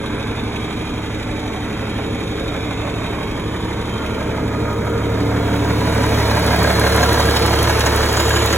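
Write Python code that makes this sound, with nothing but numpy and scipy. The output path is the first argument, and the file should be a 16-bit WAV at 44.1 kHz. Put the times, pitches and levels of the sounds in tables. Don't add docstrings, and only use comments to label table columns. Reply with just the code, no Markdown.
import sys
import numpy as np
from scipy import signal
from scipy.fft import rfft, irfft, next_fast_len
from scipy.io import wavfile
from scipy.ndimage import map_coordinates

SR = 44100
rng = np.random.default_rng(int(sys.argv[2]) if len(sys.argv) > 2 else 0)


def wav_out(sig):
    wavfile.write(sys.argv[1], SR, np.round(np.clip(np.atleast_2d(sig).T, -1, 1) * 32767).astype(np.int16))


N = 377937
TIME = np.arange(N) / SR


def amp(db):
    return 10 ** (np.asarray(db) / 20)


def unit(x):
    return x / np.sqrt(np.mean(x ** 2) + 1e-20)


def along(points, hz):
    f, v = np.transpose(points)
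    return np.interp(np.log(hz + 1), np.log(f + 1), v)


def curve(points):
    return np.interp(TIME, *np.transpose(points))


def bell(x, centre, half):
    return np.exp(-((x - centre) / half) ** 2)


def wobble(rate_hz):
    coarse_s = TIME[::64]
    knots = rng.standard_normal(int(N * rate_hz / SR) + 4)
    return np.interp(TIME, coarse_s, map_coordinates(knots, [coarse_s * rate_hz]))


def filtered(x, response):
    size = next_fast_len(N + SR // 2)
    hz = np.fft.rfftfreq(size, 1 / SR)
    return irfft(rfft(x, size) * response(hz), size)[..., :N]


def coloured(x, spectrum):
    return unit(filtered(x, lambda hz: amp(along(spectrum, hz))))


# (time [s], distance to the engine [m])
DISTANCE_M = [(0, 4.3), (2.3, 3.94), (3.4, 3.6), (4.3, 2.82), (5.2, 2.15), (6.1, 1.43), (7, 1.02),
              (7.4, 1.17), (7.8, 1.22), (8.57, 1.28)]


def spreading(near_db, loss_db):
    return amp(near_db - loss_db * np.log2(curve(DISTANCE_M)))


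# (time [s], share [0-1])
OPEN_SHARE = [(0, 0), (3.5, .03), (4.2, 0.11), (4.7, 0.25), (5.4, 0.35), (6.2, 0.75), (7, 0.95),
              (8.57, 0.88)]


def approach(far, near):
    share = np.clip(curve(OPEN_SHARE), 0, 1)
    return np.sqrt(1 - share) * far + np.sqrt(share) * near


def reflections(x, depth_db, width_hz, life_s):
    hz, t, z = signal.stft(x, SR, nperseg=2048)
    knots = rng.standard_normal((1200, 80))
    places = np.meshgrid(hz / width_hz, t / life_s, indexing="ij")
    field = map_coordinates(knots, places, order=2, mode="mirror")
    shaped = signal.istft(z * amp(depth_db * field), SR, nperseg=2048)[1]
    return unit(shaped[:, :N])


def blows(cycle, pattern, t60_s, rise_s, alike, scatter_db, wash_db):
    size = SR // 6
    t = np.arange(size) / SR
    burst = (1 - np.exp(-t / rise_s)) * amp(-60 * t / t60_s)
    cycles = int(cycle[-1]) + 1
    power = np.zeros(N + size)
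    for angle_deg, db in pattern:
        for turn in np.arange(cycles) + angle_deg / 720:
            start = np.searchsorted(cycle, turn)
            gain = amp(db + scatter_db * rng.standard_normal())
            power[start:start + size] += (gain * burst) ** 2
    envelope = np.sqrt(power[:N] / power[:N].mean() + amp(wash_db) ** 2)
    alike = np.clip(alike, 0, .95)
    shapes = rng.standard_normal((cycles, 2, size))
    for k in range(1, cycles):
        shapes[k] = alike * shapes[k - 1] + np.sqrt(1 - alike ** 2) * shapes[k]
    position = (cycle % 1 * size).astype(int)
    noise = shapes[cycle.astype(int), :, position].T
    return unit(envelope * noise)


def tone(cycle, order, waver_db, drift_rad, rate_hz):
    phase = 2 * np.pi * (np.round(order) * cycle + rng.random()) + drift_rad * wobble(rate_hz)
    return unit(np.sin(phase) * amp(waver_db * wobble(rate_hz)))


def ringing(modes):
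    t = np.arange(SR // 10) / SR
    modes_sum = sum(amp(db - 60 * t / t60_s) * np.sin(2 * np.pi * hz * t) for hz, t60_s, db in modes)
    ring = (1 - np.exp(-t / .002)) * modes_sum
    return ring / np.abs(ring).max()


def struck(events, rise_s, life_s):
    envelope = np.zeros(N)
    for s, db in events:
        age = np.maximum(TIME - s, 0)
        envelope += amp(db) * (np.exp(-age / life_s) - np.exp(-age / life_s - age / rise_s))
    return envelope


# (time [s], speed [rev/min])
SPEED_RPM = [(0, 720.3), (2.2, 718.5), (3.8, 722.3), (6.2, 721.1), (8.57, 720.8)]


def crank():
    return np.cumsum(curve(SPEED_RPM)) / (2 * 60 * SR)


# (time [s], level [dB])
BOOM = [(4.15, -31.5), (4.9, -23.5), (6.1, -21.5), (6.9, -23.5), (7.7, -23.5), (8.05, -27), (8.35, -21.5),
        (8.57, -27)]
# (multiple of the cycle rate, level [dB])
UNEVEN = [(8, -44), (9, -40.5), (10, -46.5), (16, -40), (17, -44), (19, -45), (20, -41)]
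BEAT_DB, BEAT_PERIOD_S, BEAT_CREST_S = -43, 0.823, 2.005


def exhaust(cycle):
    first = amp(-39.0) * tone(cycle, order=6, waver_db=3.5, drift_rad=.1, rate_hz=12)
    second = tone(cycle, order=12, waver_db=1.0, drift_rad=.06, rate_hz=14)
    second = spreading(near_db=-20, loss_db=6.9) * second
    third = signal.hilbert(tone(cycle, order=18, waver_db=0.7, drift_rad=0.069, rate_hz=14))
    slip = np.exp(-2j * np.pi * (TIME - BEAT_CREST_S) / BEAT_PERIOD_S)
    throb = np.real(third * (amp(curve(BOOM)) + amp(BEAT_DB) * slip))
    lope = sum(amp(db) * tone(cycle, order=k, waver_db=2, drift_rad=0.6, rate_hz=5) for k, db in UNEVEN)
    return first + second + throb + lope


# (crank angle [deg], relative level [dB])
FIRINGS = [(55, -4), (180, -4.5), (305, -5.5), (420, -4.5), (548, -5.5), (660, -5)]
# (frequency [Hz], level [dB])
RUMBLE_FAR = [(70, -44), (135, 0), (175, -2.5), (200, -3), (250, 0), (305, 1), (345, -5.5), (385, -5.5),
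              (440, -2.5), (500, -8.5), (750, -63)]
RUMBLE_NEAR = [(70, -19), (135, 2.5), (175, 2.5), (200, -2.5), (250, -5), (305, -5), (345, 2), (385, -5),
               (440, 4), (500, -1), (750, -37.5)]


def block(cycle):
    thumps = blows(cycle, FIRINGS, t60_s=.09, rise_s=.003, alike=.66, scatter_db=.5, wash_db=3.5)
    return amp(-1.36) * approach(coloured(thumps, RUMBLE_FAR), coloured(thumps, RUMBLE_NEAR))


# (multiple of the cycle rate, level from behind [dB], level beside the engine [dB])
GEARS = [(30, -14, -18), (36, -14.5, -21), (41, -14, -25), (42, -16, -19), (50, -14, -27), (52, -13, -17),
         (58, -28, -20), (68, -15, -17), (77, -29, -15)]
# (time [s], level [dB])
WHINE = [(0, -39), (.4, -37.5), (1, -49), (1.8, -40), (2.3, -34.5), (3, -49), (3.35, -40), (3.75, -48),
         (4.1, -34), (6.3, -35.5), (7, -31), (7.5, -35), (8.3, -31)]


def gears(cycle):
    lines = np.zeros(N)
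    for k, far_db, near_db in GEARS:
        line = tone(cycle, order=k, waver_db=2.5, drift_rad=0.45, rate_hz=2.96)
        lines += approach(amp(far_db), amp(near_db)) * line
    whine = amp(curve(WHINE)) * tone(cycle, order=76, waver_db=2, drift_rad=.5, rate_hz=7)
    return spreading(near_db=-21.5, loss_db=2.71) * lines + whine


# (frequency [Hz], t60 [s], level [dB])
IRON = [(885, 0.046, -13.5), (979, .05, -10.5), (1168, 0.044, -19), (1414, .04, -20.5),
        (1602, 0.061, -14.5), (1639, 0.073, -13.5), (2340, 0.073, -23)]


def rung(x):
    return unit(signal.fftconvolve(x, ringing(IRON)[None], axes=1)[:, :N])


# (crank angle [deg], relative level [dB])
KNOCKS = [(45, 0.5), (150, 0.5), (182, -1), (290, -4), (400, -2), (530, -1), (648, 0)]
# (frequency [Hz], level [dB])
KNOCK_FAR = [(380, -32), (550, 2), (650, -2), (780, -4), (950, -1), (1150, -4), (1400, -6), (1630, -6),
             (1850, -11.5), (2050, -8.5), (2330, -8), (3200, -85)]
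KNOCK_NEAR = [(380, -60), (550, 0.5), (650, 3), (780, -5), (950, -1.5), (1150, -4.5), (1400, -1.5),
              (1630, -6), (1850, -4), (2050, -9), (2330, -7), (3200, -72)]
SHADOW_S, SHADOW_HALF_S = 4.93, 1
KNOCK_SHADOW_DB, RATTLE_SHADOW_DB = -3, -7.5


def knock(cycle):
    far = blows(cycle, KNOCKS, t60_s=0.17, rise_s=0.002, alike=0.65, scatter_db=1.8, wash_db=.5)
    near = blows(cycle, KNOCKS, t60_s=.08, rise_s=.0012, alike=.52, scatter_db=1.5, wash_db=0)
    far = reflections(far, depth_db=2.6, width_hz=42, life_s=0.25)
    near = reflections(near, depth_db=2.4, width_hz=55, life_s=0.25)
    hits = blows(cycle, KNOCKS, t60_s=0.045, rise_s=0.0006, alike=0.3, scatter_db=1.8, wash_db=-5)
    behind = amp(-0.7) * coloured(far, KNOCK_FAR)
    beside = amp(-2.5) * coloured(near, KNOCK_NEAR) + amp(-10) * rung(hits)
    exposure = amp(KNOCK_SHADOW_DB * bell(TIME, SHADOW_S, SHADOW_HALF_S))
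    return exposure * approach(behind, beside)


# (crank angle [deg], relative level [dB])
PUMP = [(80, 5), (125, 5), (165, 6.5), (215, -8), (255, 10), (310, -12), (445, 7), (490, -3), (532, 6),
        (575, 0), (618, 8.5), (670, -11)]
INJECTORS = [(42, 4.5), (92, -1), (143, 7), (165, 9.5), (275, -17), (402, 6.5), (520, -7), (575, 1.5),
             (628, 8)]
# (frequency [Hz], level [dB])
RATTLE_FAR = [(1800, -12.5), (2500, 0.5), (2850, -10.5), (3240, -1), (3450, -6.5), (3680, 1.3), (4300, -13),
              (5200, -15.5), (6200, -16), (7100, -16.5), (8200, -21), (10100, -18), (10800, -23),
              (15500, -35)]
RATTLE_NEAR = [(1800, -6), (2500, -4.5), (2850, -1.5), (3240, -0.5), (3450, -3), (3680, -1.5), (4300, 2.5),
               (5200, -5.5), (6200, -6), (7100, -10.5), (8200, -10), (10100, -14), (10800, -11),
               (15500, -19)]
INJECTOR_S, INJECTOR_HALF_S, INJECTOR_DB = 8.45, 0.87, 2


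def rattle(cycle):
    pump = blows(cycle, PUMP, t60_s=0.1, rise_s=0.001, alike=0.42, scatter_db=1.6, wash_db=2)
    ticks = blows(cycle, INJECTORS, t60_s=0.065, rise_s=.002, alike=0.15, scatter_db=2.3, wash_db=4)
    pump = reflections(pump, depth_db=3, width_hz=65, life_s=0.22)
    ticks = reflections(ticks, depth_db=2.8, width_hz=80, life_s=.2)
    shadow_db = RATTLE_SHADOW_DB * bell(TIME, SHADOW_S, SHADOW_HALF_S)
    lift_db = INJECTOR_DB * bell(TIME, INJECTOR_S, INJECTOR_HALF_S)
    behind = amp(0.08) * coloured(pump, RATTLE_FAR)
    beside = amp(-0.4) * coloured(ticks, RATTLE_NEAR)
    return amp(shadow_db + lift_db) * approach(behind, beside)


# (frequency [Hz], level [dB])
HISS = [(3800, -34), (5200, 2), (7500, 5), (9000, -22), (14000, -26)]


def hiss():
    return spreading(near_db=-43, loss_db=6.3) * coloured(rng.standard_normal((2, N)), HISS)


# (crank angle [deg], relative level [dB])
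SLAPS = [(32, 2), (95, 1), (160, -4), (205, 0.24), (368, -1), (418, -0.5), (475, 3), (526, 2), (560, 0),
         (694, 3.5)]
# (frequency [Hz], level [dB])
SLAP = [(330, -29), (520, 1.5), (700, -4), (980, -1.5), (1250, -7), (2200, -38)]


def slap(cycle):
    clacks = blows(cycle, SLAPS, t60_s=.06, rise_s=.0018, alike=.52, scatter_db=1, wash_db=0)
    return spreading(near_db=-25.5, loss_db=7.4) * approach(0, coloured(clacks, SLAP))


# (crank angle [deg], relative level [dB])
VALVES = [(8, 2), (42, -9), (103, 8), (146, -6), (222, 4), (283, 9.5), (337, -1), (372, -1), (398, 3),
          (438, 3), (492, 6), (513, 5)]
# (frequency [Hz], level [dB])
VALVE = [(2500, -25), (4000, -12), (7000, -2), (9800, 6), (12000, -1), (16000, -3)]


def valves(cycle):
    taps = blows(cycle, VALVES, t60_s=.032, rise_s=.0009, alike=.2, scatter_db=2.5, wash_db=-8)
    gain = amp(-36) / curve(DISTANCE_M) * np.clip(curve(OPEN_SHARE), 0, 1)
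    return gain * coloured(taps, VALVE)


# (time [s], half length [s], multiple of the cycle rate, level [dB])
HUMS = [(.4, .25, 40, -34.5), (1.3, .5, 51, -39), (2.2, .5, 92, -44), (2.45, .1, 233, -41),
        (3.7, .3, 52, -34), (3.45, .35, 51, -38), (3.65, .15, 156, -42), (4.05, .25, 233, -42),
        (4.45, .3, 42, -31), (4.85, .2, 26, -32.5), (4.85, .3, 155, -38), (7.15, .1, 161, -29),
        (8.2, .3, 171, -36), (4.95, .12, 232, -40), (5.75, .3, 50, -31), (5.95, .35, 72, -32.5),
        (5.95, .08, 250, -36), (6.1, .4, 68, -32), (6.15, .4, 392, -42), (6.7, .5, 31, -34),
        (5.2, .35, 47, -35), (5.5, .5, 48, -27.5), (7.4, .12, 146, -31), (7.55, .17, 58, -25),
        (8.35, .2, 58, -31.5)]


def hums(cycle):
    total = np.zeros(N)
    for s, half_s, k, db in HUMS:
        line = tone(cycle, order=k, waver_db=2, drift_rad=0.5, rate_hz=8)
        total += amp(db) * bell(TIME, s, half_s) * line
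    return total


# (frequency [Hz], half width [Hz], lift [dB])
FENDER = [(552, 25, 6.6)]
CAB = [(174, 30, 1), (252, 10, -4), (636, 46, 4.5), (935, 40, 4.5), (1238, 11, 12.5), (1396, 14, 8)]
HOOD = [(155, 18, 0), (288, 16, 3.5), (340, 30, -7), (560, 25, 4), (697, 10, 8.5)]
MANIFOLD = [(189, 18, 4.3), (610, 100, 2.2), (1610, 60, 2.4)]
FUEL_LINE = [(7070, 390, 10.3)]
# (frequency [Hz], half width [Hz], lift [dB])
THINNING = [(224, 85, -5.5)]


def panels(x):
    hz, t, z = signal.stft(x, SR, nperseg=4096)

    def passing(modes, at_s, half_s):
        spectrum_db = sum(db * bell(hz, centre, width) for centre, width, db in modes)
        return np.outer(spectrum_db, bell(t, at_s, half_s))

    lift_db = (passing(FENDER, at_s=2.1, half_s=0.42) + passing(CAB, at_s=4.78, half_s=0.73)
               + passing(HOOD, at_s=5.72, half_s=0.75) + passing(MANIFOLD, at_s=6.65, half_s=0.4)
               + passing(FUEL_LINE, at_s=8.31, half_s=0.2) + passing(THINNING, at_s=8.34, half_s=0.25))
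    return signal.istft(z * amp(lift_db), SR, nperseg=4096)[1][:, :N]


# (time [s], peak of the low modes [dB], peak of the high modes [dB])
HARD = [(6.313, -24, -18), (6.369, -14.5, -16.5), (6.479, -23, -18), (6.529, -16, -15.5),
        (6.645, -24, -11.5), (6.813, -25, -12.5), (6.863, -18, -18), (6.980, -18, -13), (7.029, -17, -12.5),
        (7.193, -16, -14), (7.698, -17.5, -18), (7.864, -24, -18), (8.135, -25, -19), (8.306, -17.5, -12)]
LOW_MODES_HZ = 1300


def hard_knocks():
    low = ringing([mode for mode in IRON if mode[0] < LOW_MODES_HZ])
    high = ringing([mode for mode in IRON if mode[0] >= LOW_MODES_HZ])
    hard = np.zeros(N)
    for s, low_db, high_db in HARD:
        hard[round(s * SR):][:len(low)] += amp(low_db) * low + amp(high_db) * high
    return hard


# (time [s], envelope level [dB])
SNAPS = [(6.463, -23), (6.629, -19), (6.7955, -16.5), (6.962, -17.5), (7.129, -18), (7.295, -24),
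         (7.461, -18), (7.628, -15.5), (7.794, -18), (7.96, -16.5), (8.1265, -19), (8.293, -20),
         (8.459, -16)]
# (frequency [Hz], level [dB])
SNAP = [(3000, -24), (6000, -3), (11500, 2.5), (16000, -7)]


def snaps():
    noise = coloured(rng.standard_normal((2, N)), SNAP)
    return struck(SNAPS, rise_s=0.00045, life_s=0.0039) * noise


# (time [s], relative level [dB])
CLINKS = [(7.029, -36), (7.860, -29), (8.168, -30), (8.525, -29)]
# (frequency [Hz], level [dB])
FITTING = [(3000, -26), (6000, -6), (6750, 2), (7500, -7), (9700, -17), (15000, -34)]


def clinks():
    noise = coloured(rng.standard_normal((2, N)), FITTING)
    return amp(10.5) * struck(CLINKS, rise_s=.0005, life_s=0.0075) * noise


# (frequency [Hz], phase [rad])
LEAD_RAD = [(30, 0), (150, -.1), (280, -.3), (480, -.85), (900, -.55), (1150, -.6), (1400, 0), (1800, 0),
            (2050, .4), (2400, 1.2), (2800, 1.45), (3300, 1.4), (4720, 3.14), (8930, 9.42), (15400, 18.85)]
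# (frequency [Hz], level difference [dB])
BALANCE_DB = [(40, -.1), (130, -.7), (280, -.9), (450, -1.8), (560, -3.9), (880, -3.6), (1080, -1.1),
              (1200, -1.8), (1550, .1), (2350, -5.4), (3400, -.5), (4000, 0)]
# (frequency [Hz], share [0-1])
FOLLOW = [(100, 1), (1000, .85), (2600, .78), (3600, .84), (6000, .74), (14000, .68)]
# (frequency [Hz], level [dB])
DIFFUSE = [(30, -19), (70, -23), (140, -29), (280, -26), (550, -18), (1100, -14.5), (1550, -22),
           (2000, -11), (2600, -7), (3400, -18), (4500, -30), (9000, -30)]


def microphones(direct, scattered):
    def half_lead(hz):
        return np.interp(hz, *np.transpose(LEAD_RAD)) / 2

    def follow(hz):
        return np.clip(along(FOLLOW, hz), 0, 1)

    def scatter(hz):
        loose = np.sin(half_lead(hz)) * np.sqrt(1 - follow(hz) ** 2)
        return np.hypot(loose, amp(along(DIFFUSE, hz)))

    mid = filtered(direct, lambda hz: np.cos(half_lead(hz)))
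    side = filtered(direct, lambda hz: 1j * np.sin(half_lead(hz)) * follow(hz))
    side += filtered(scattered, scatter)
    air = coloured(rng.standard_normal(N), [(15, -20), (35, 2), (100, 0), (200, -24), (500, -70)])
    side += amp(-49.5) * air
    pair = np.array([mid + side, mid - side])
    return filtered(pair, lambda hz: amp(np.outer([.5, -.5], along(BALANCE_DB, hz))))


def scene():
    cycle = crank()
    engine = spreading(near_db=-21.5, loss_db=2.71) * block(cycle) + gears(cycle)
    engine += spreading(near_db=-18.5, loss_db=5.81) * knock(cycle)
    engine += spreading(near_db=-23, loss_db=5.75) * rattle(cycle)
    engine += hiss() + slap(cycle) + valves(cycle)
    direct, scattered = panels(engine) + hard_knocks() + snaps() + clinks()
    return microphones(direct + exhaust(cycle) + hums(cycle), scattered)


CEILING, TOP_HZ = 0.95, 15850


def record(dry):
    rounded = dry / (1 + np.abs(dry / CEILING) ** 10) ** (1 / 10)
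    return filtered(rounded, lambda hz: hz < TOP_HZ)


dry = scene()
out = record(dry)
wav_out(out)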